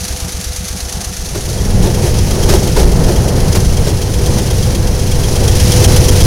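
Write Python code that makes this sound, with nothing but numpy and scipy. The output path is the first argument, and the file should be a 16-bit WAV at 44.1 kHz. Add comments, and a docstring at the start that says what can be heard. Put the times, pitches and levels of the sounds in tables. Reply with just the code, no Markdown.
"""A railway track, then the deck of a rail car: a small three-cylinder engine idles at about eight cycles a second.
Exhaust puffs ring as damped oscillations, gear teeth whine at their meshing rate, struck tappets ring in decaying
modes, and coloured noise makes the body rumble and the casing clatter. A cross-fade moves on board, where it is
louder, with wheel rumble and headwind; rail joints shake loose parts and the floor plate.
The loudest bass clips the little microphone's input."""
import sys
import numpy as np
from scipy import signal
from scipy.fft import rfft, irfft, next_fast_len
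from scipy.io import wavfile
from scipy.ndimage import map_coordinates

SR = 44100
rng = np.random.default_rng(int(sys.argv[2]) if len(sys.argv) > 2 else 0)


def generate_wav(sig):
    """Save sig (samples, or channels by samples) to the path in sys.argv[1] as 16-bit PCM at SR."""
    pcm = np.round(np.clip(np.atleast_2d(sig).T, -1, 1) * 32767).astype(np.int16)
    wavfile.write(sys.argv[1], SR, pcm)


def boost_factor(decibels):
    """Convert a level in decibels to a linear amplitude factor."""
    exponent = np.asarray(decibels, float) / 20
    return 10 ** exponent


N = 276058
T = np.arange(N) / SR


def unit(x):
    """Normalization: a signal divided by its root mean square has rms 1."""
    return x / np.sqrt(np.mean(x ** 2) + 1e-20)


def curves(rows):
    """Linear interpolation: one value per sample for each column after the time."""
    s, *columns = np.transpose(rows)
    return [np.interp(T, s, column) for column in columns]


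def wobble(knots_per_s):
    """Random modulation: a spline through independent normal knots varies smoothly."""
    knots = rng.standard_normal(int(T[-1] * knots_per_s) + 4)
    return map_coordinates(knots, [T * knots_per_s])


def filtered(x, response):
    """Linear filtering: the spectrum is multiplied by a complex response of frequency."""
    size = next_fast_len(N + 8192)
    hz = np.fft.rfftfreq(size, 1 / SR)
    return irfft(rfft(x, size) * response(hz), size)[:N]


def hiss(spectrum):
    """Coloured noise: white noise shaped by a (freq_hz, relative level_db) spectrum and brought to rms 1."""
    f, db = np.transpose(spectrum)

    def colour(hz):
        return boost_factor(np.interp(np.log(hz + 1), np.log(f + 1), db))

    return unit(filtered(rng.standard_normal(N), colour))


def strikes(crank, place, every, scatter_db, scatter_s):
    """Cyclic excitation: impulses of uneven size and timing each time the crank passes a place."""
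    s, cycles = np.transpose(crank)
    at = np.arange(-every, cycles[-1], every) + place
    at = at[at >= 0]
    luck = rng.standard_normal((len(at), 2))
    strike_s = np.interp(at, cycles, s) + scatter_s * luck[:, 0]
    samples = np.clip((strike_s * SR).astype(int), 0, N - 1)
    return np.bincount(samples, boost_factor(scatter_db * luck[:, 1]), N)


def exhaust(crank, puff_tables, scatter_db, scatter_s):
    """Pulsed flow in a pipe: each puff pushes out and sucks back; a long one rings."""
    out = np.zeros(N)
    t = np.arange(-SR // 20, SR // 20 + 1) / SR
    for every, puffs in puff_tables:
        for place, db, hz, turns in puffs:
            phase = hz * t - 1 / 4  # in turns; the place is that of the pressure crest
            puff = -boost_factor(db) * np.sin(2 * np.pi * phase) * np.exp(-(phase / turns) ** 2)
            impulses = strikes(crank, place, every, scatter_db, scatter_s)
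            out += signal.fftconvolve(impulses, puff, "same")
    return unit(out)


def gear_whine(cycles):
    """Gear meshing: the timing gear sounds a tone at its tooth-passing rate, with wavering phase and level."""
    teeth_per_cycle = 60
    phase = 2 * np.pi * teeth_per_cycle * cycles + .3 * wobble(14)
    return np.sqrt(2) * np.sin(phase) * boost_factor(0.48 * wobble(16))


def ring(modes):
    """Modal response: decaying sines of (freq_hz, relative level_db, t60_s), built up over the contact."""
    contact_s = .004
    t = np.arange(SR // 20) / SR
    modal = sum(boost_factor(db - 60 * t / t60) * np.sin(2 * np.pi * hz * t) for hz, db, t60 in modes)
    return (1 - np.exp(-t / contact_s)) * modal


def tappet(crank, place, rockers, rocker_modes):
    """Impact excitation of modes: the tappet lands firmly and chatters; rocker arms tick too."""
    # tappet modes: freq_hz, relative level_db, t60_s
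    tappet_modes = [(3240, 0, .045), (3350, -8, .03), (4130, -9, .02), (5900, -8, .01), (6400, -9, .01),
                    (9800, -12, .006)]
    chatter_db = -14
    # four extra contacts scattered within some milliseconds
    chatter = sum(strikes(crank, place, 1, 2, .003) for _ in range(4))
    taps = strikes(crank, place, 1, 1, .001) + boost_factor(chatter_db) * chatter
    ticks = sum(boost_factor(db) * strikes(crank, at, 1, 3, .0015) for at, db in rockers)
    tapping = signal.fftconvolve(taps, ring(tappet_modes))
    ticking = signal.fftconvolve(ticks, ring(rocker_modes))
    return unit((tapping + ticking)[:N])


def body_rumble(level_db, spectrum):
    """Broadband vibration: coloured noise whose level wavers slowly and quickly."""
    waver_db = 1.4 * wobble(5) + 0.66 * wobble(12) + 0.77 * wobble(40)
    return boost_factor(level_db + waver_db) * hiss(spectrum)


def valve_swell(cycles, valves):
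    """Transient envelope: each valve event starts sharply and dies away; the result is in dB."""
    swell_db = 0
    for place, decay, db in valves:
        since = ((cycles - place) % 1) / decay
        swell_db = swell_db + db * (1 - np.exp(-since / 0.14)) * np.exp(-since ** 2 / 2)
    return swell_db


def clatter(swell_db, casing):
    """Superposed micro-impacts: the casing hisses with small metal contacts; valves swell the middle treble most."""

    def middle_treble(hz):
        return 1 / (1 + (3600 / (hz + 1)) ** 6) / (1 + (hz / 12500) ** 6)

    noise = hiss(casing)
    lively = filtered(noise, middle_treble)
    move_db = (1 + 0.076 * wobble(25)) * swell_db
    move_db += 0.99 * wobble(70) + 0.48 * wobble(300) + 0.79 * wobble(6)
    return boost_factor(0.67 * move_db + 0.43 * wobble(30)) * (noise - lively) + boost_factor(move_db) * lively


def engine(crank, idle_db, load_db, rough_db, puff_tables, valves, body, casing,
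           tappet_at, rockers, rocker_modes, scatter_db, scatter_s):
    """Superposition at one standpoint: every layer of the engine grows with its load."""
    # gain in dB per dB of load: exhaust, gear whine, tappet, body rumble, clatter
    follows_load = (0.68, 1.05, 1.05, 0.55, 1)
    swell_per_load_db = .025  # growth of the valve swell, as a share, per dB of load
    levels_db = [db + gain * load_db for db, gain in zip(idle_db, follows_load)]
    exhaust_db, whine_db, tappet_db, rumble_db, clatter_db = levels_db
    cycles, = curves(crank)
    swell_db = (1 + swell_per_load_db * load_db) * valve_swell(cycles, valves)
    out = boost_factor(exhaust_db) * exhaust(crank, puff_tables, scatter_db, scatter_s)
    out += boost_factor(whine_db) * gear_whine(cycles)
    out += boost_factor(tappet_db) * tappet(crank, tappet_at, rockers, rocker_modes)
    out += body_rumble(rumble_db + rough_db, body)
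    return out + boost_factor(clatter_db) * clatter(swell_db, casing)


def beside_track():
    """Radiation from the standing engine: the idle settles as its load falls steadily."""
    # engine cycles done: time_s, cycles
    crank = [(0, 0), (.6, 4.985), (2, 16.563)]
    # layer levels at idle load: exhaust_db, whine_db, tappet_db, rumble_db, clatter_db
    idle_db = (-27, -39.5, -53, -33, -27)
    # exhaust puffs of every cycle: place_cycles, relative level_db, ring_hz, length_turns
    puffs = [(.315, -19, 185, 2.4), (.27, -8, 100, .5), (.52, -8, 72, .5), (.73, -14, 90, .6),
             (.88, 1, 57, .45)]
    # the idle lopes, puffs of every third cycle: place_cycles (0-3), relative level_db, ring_hz, length_turns
    lope = [(.02, -11, 90, .5), (.07, -6, 130, .5), (.15, -3, 75, .5), (.315, -13, 185, 2.6),
            (1.02, -12, 60, .5), (1.14, 0, 58, .5), (2.02, -8, 130, .5), (2.07, -3, 135, .55),
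            (2.16, -3, 70, .5), (2.315, -13, 185, 2.6)]
    # valve gear and injectors: place_cycles, decay_cycles, swell_db before the envelope
    valves = [(.035, .05, 4.5), (.17, .05, -4), (.33, .04, 6.5), (.4, .06, 6.5), (.655, .07, 8.5),
              (.91, .04, 2)]
    # engine block noise: freq_hz, relative level_db per Hz
    block = [(15, -30), (30, -1), (90, -3), (200, -1), (260, -4), (395, -5.5), (441, -6), (576, -10),
             (701, -2), (1050, -13), (1500, -16), (1950, -43), (3300, -120)]
    # casing noise: freq_hz, relative level_db per Hz
    casing = [(710, -42), (1200, -8.5), (1500, -9), (1590, -6), (1750, -6), (2010, -6.5), (3170, -7),
              (4570, -3), (5030, -4), (6170, 1), (8000, -10), (9920, -4), (15800, -22)]
    # rocker arm ticks: place_cycles, level_db relative to the tappet strikes
    rockers = [(.4, 13), (.66, -2)]
    # rocker arm modes: freq_hz, relative level_db, t60_s
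    rocker_modes = [(4450, 0, .025), (4250, -4, .02)]
    settle_db_per_s = 1.5
    load_db = -settle_db_per_s * (T - .5)
    return engine(crank, idle_db, load_db, 0, [(1, puffs), (3, lope)], valves, block, casing,
                  .71, rockers, rocker_modes, scatter_db=.8, scatter_s=.0004)


def wind():
    """Turbulent pressure: a headwind buffets the microphone on board, and gusts add their power to it."""
    # wind noise: freq_hz, relative level_db per Hz
    spectrum = [(3, -11), (12, 0), (35, 1), (100, -7.5), (200, -10), (300, -29), (500, -120)]
    # gusts: crest_s, level_db, half_length_s (power down to 1/e)
    gust_rows = [(1.81, -12.5, 0.043), (2.04, -14, 0.036), (2.296, -14, 0.27), (2.862, -10.5, 0.055),
                 (3.193, -12.5, 0.56), (4.1, -18, .3), (4.78, -16, 0.037), (5.54, -13.5, 0.38),
                 (6.15, -11.5, 0.13)]
    headwind_db = -16.5
    gusts = sum(boost_factor(2 * db) * np.exp(-((T - s) / half) ** 2) for s, db, half in gust_rows)
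    strength = np.sqrt(boost_factor(2 * headwind_db) + gusts)
    return strength * boost_factor(2.2 * wobble(8)) * hiss(spectrum)


def on_board():
    """Structure-borne sound: the engine under changing load, with the rumble of rolling wheels."""
    # engine cycles done: time_s, cycles
    crank = [(1.3, 0.0), (2.1, 6.632), (2.9, 13.208), (3.6, 18.961), (4.3, 24.668), (5.0, 30.411),
             (5.6, 35.354), (6.26, 40.804)]
    # layer levels at idle load: exhaust_db, whine_db, tappet_db, rumble_db, clatter_db
    idle_db = (-14.5, -30.5, -41, -21, -26)
    # engine load: time_s, load_db over idle
    load_rows = [(1.3, -4), (1.75, -1.5), (2.1, -0.1), (2.5, 0.5), (2.9, -.5), (3.3, 0.9), (3.7, -0.7),
                 (4.6, .3), (4.95, -1.3), (5.3, 1.5), (5.5, 4.5), (5.8, 8), (6.26, 7)]
    # exhaust puffs of every cycle: place_cycles, relative level_db, ring_hz, length_turns
    puffs = [(.075, -8, 100, .5), (.17, -2, 100, .5), (.3, -9, 80, .5), (.375, -12, 90, .5),
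             (.54, 0, 66, .45), (.655, -5, 105, .5), (.725, -5, 115, .5), (.805, -4, 95, .5),
             (.925, -7, 110, .5), (.995, -7, 110, .5)]
    # valve gear and injectors: place_cycles, decay_cycles, swell_db before the envelope
    valves = [(.96, .15, 3), (.33, .09, 7), (.7, .09, 2), (.88, .04, -2)]
    # wheel rumble: freq_hz, relative level_db per Hz
    wheels = [(60, -34), (110, -13.5), (160, 0), (200, -3), (269, -8), (375, -3), (445, -5.5), (625, -11),
              (870, -14.5), (1140, -23), (1600, -24.5), (2080, -28.5), (3520, -120)]
    # casing noise: freq_hz, relative level_db per Hz
    casing = [(710, -8.5), (1200, -6), (1320, -8.5), (2080, -4), (2220, -4), (2520, -4), (3230, -3),
              (3560, -5), (6040, 1.5), (8000, -9.5), (9920, -2.5), (11400, -10), (15800, -16)]
    # rocker arm ticks: place_cycles, level_db relative to the tappet strikes
    rockers = [(0.005, -8), (.135, -6), (.68, -9), (.74, -8)]
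    # rocker arm modes: freq_hz, relative level_db, t60_s
    rocker_modes = [(4130, 0, .025), (3980, -4, .02)]
    # a rough stretch of track swells the wheel rumble
    rough_at_s, rough_half_s, rough_peak_db = 2.82, 1, 2.5
    rough_db = rough_peak_db * np.exp(-((T - rough_at_s) / rough_half_s) ** 2)
    load_db, = curves(load_rows)
    return engine(crank, idle_db, load_db, rough_db, [(1, puffs)], valves, wheels, casing,
                  .37, rockers, rocker_modes, scatter_db=2.2, scatter_s=.0008)


def joints():
    """Impulsive excitation: each rail joint rattles loose parts and booms in the floor plate's resonances."""
    # wheels over rail joints: start_s, rattle_db and boom_db before the envelope, length_s
    jolts = [(1.342, -23.5, -20, 0.038), (1.83, -21, -14, 0.054), (2.02, -23, -16.5, 0.078),
             (2.485, -11, -10.5, 0.032), (2.5175, -15.5, -9, 0.051), (2.614, -23.5, -17, 0.049),
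             (2.7566, -15.5, -8, 0.046), (2.793, -23.5, -13, 0.071), (3.078, -22, -12.5, 0.039),
             (3.5445, -15.5, -15.5, 0.036), (3.867, -18.5, -14, 0.022)]
    # rattle noise: freq_hz, relative level_db per Hz
    rattle_spectrum = [(500, -39), (900, 3), (3000, -2.5), (6000, 1), (8000, -6.5), (10000, -3.5),
                       (16000, -15.5)]
    # floor plate modes: freq_hz, width_hz, relative level_db
    plate_modes = [(354, 67, 5), (413, 51, 5.5), (565, 57, -1.5), (920, 174, -11.5)]
    rise = .2  # share of the length
    rattle, boom = np.zeros(N), np.zeros(N)
    for s, rattle_db, boom_db, length in jolts:
        u = np.clip(T - s, 0, None) / length
        shake = (1 - np.exp(-u / rise)) * np.exp(-u ** 2)
        rattle += boost_factor(rattle_db) * shake
        boom += boost_factor(boom_db) * shake

    def plate(hz):
        response = 0
        for k, (centre, width, db) in enumerate(plate_modes):
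            damping = 1j * hz * width
            mode = boost_factor(db) * damping / (centre * centre - hz * hz + damping)
            response = response + (-1) ** k * mode  # neighbouring modes alternate in sign
        return response

    noise = rng.standard_normal(N)
    booming = filtered(boom * noise, plate) / filtered(noise, plate).std()
    return rattle * boost_factor(1.5 * wobble(150)) * hiss(rattle_spectrum) + booming


def scene():
    """Equal-power cross-fade: the standpoint beside the track gives way to the one on board."""
    fade_start_s, fade_s = 1.04, 0.8
    aboard = np.clip((T - fade_start_s) / fade_s, 0, 1)
    near = np.sqrt(1 - aboard ** 2) * beside_track()
    riding = aboard * (on_board() + wind())
    return (near + riding + joints())[None]


def top_cut(x):
    """Nothing passes above the cut-off."""
    return signal.sosfilt(signal.butter(12, 15920, fs=SR, output="sos"), x)


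def record(dry):
    """Saturation and band limiting: the input clips at full scale; nothing passes above the limit."""
    top_hz = 15930
    clipped = dry / (1 + np.abs(dry) ** 12) ** (1 / 12)
    mix = filtered(clipped[0], lambda hz: hz < top_hz)[None]
    return top_cut(mix)


dry = scene()
out = record(dry)
generate_wav(out)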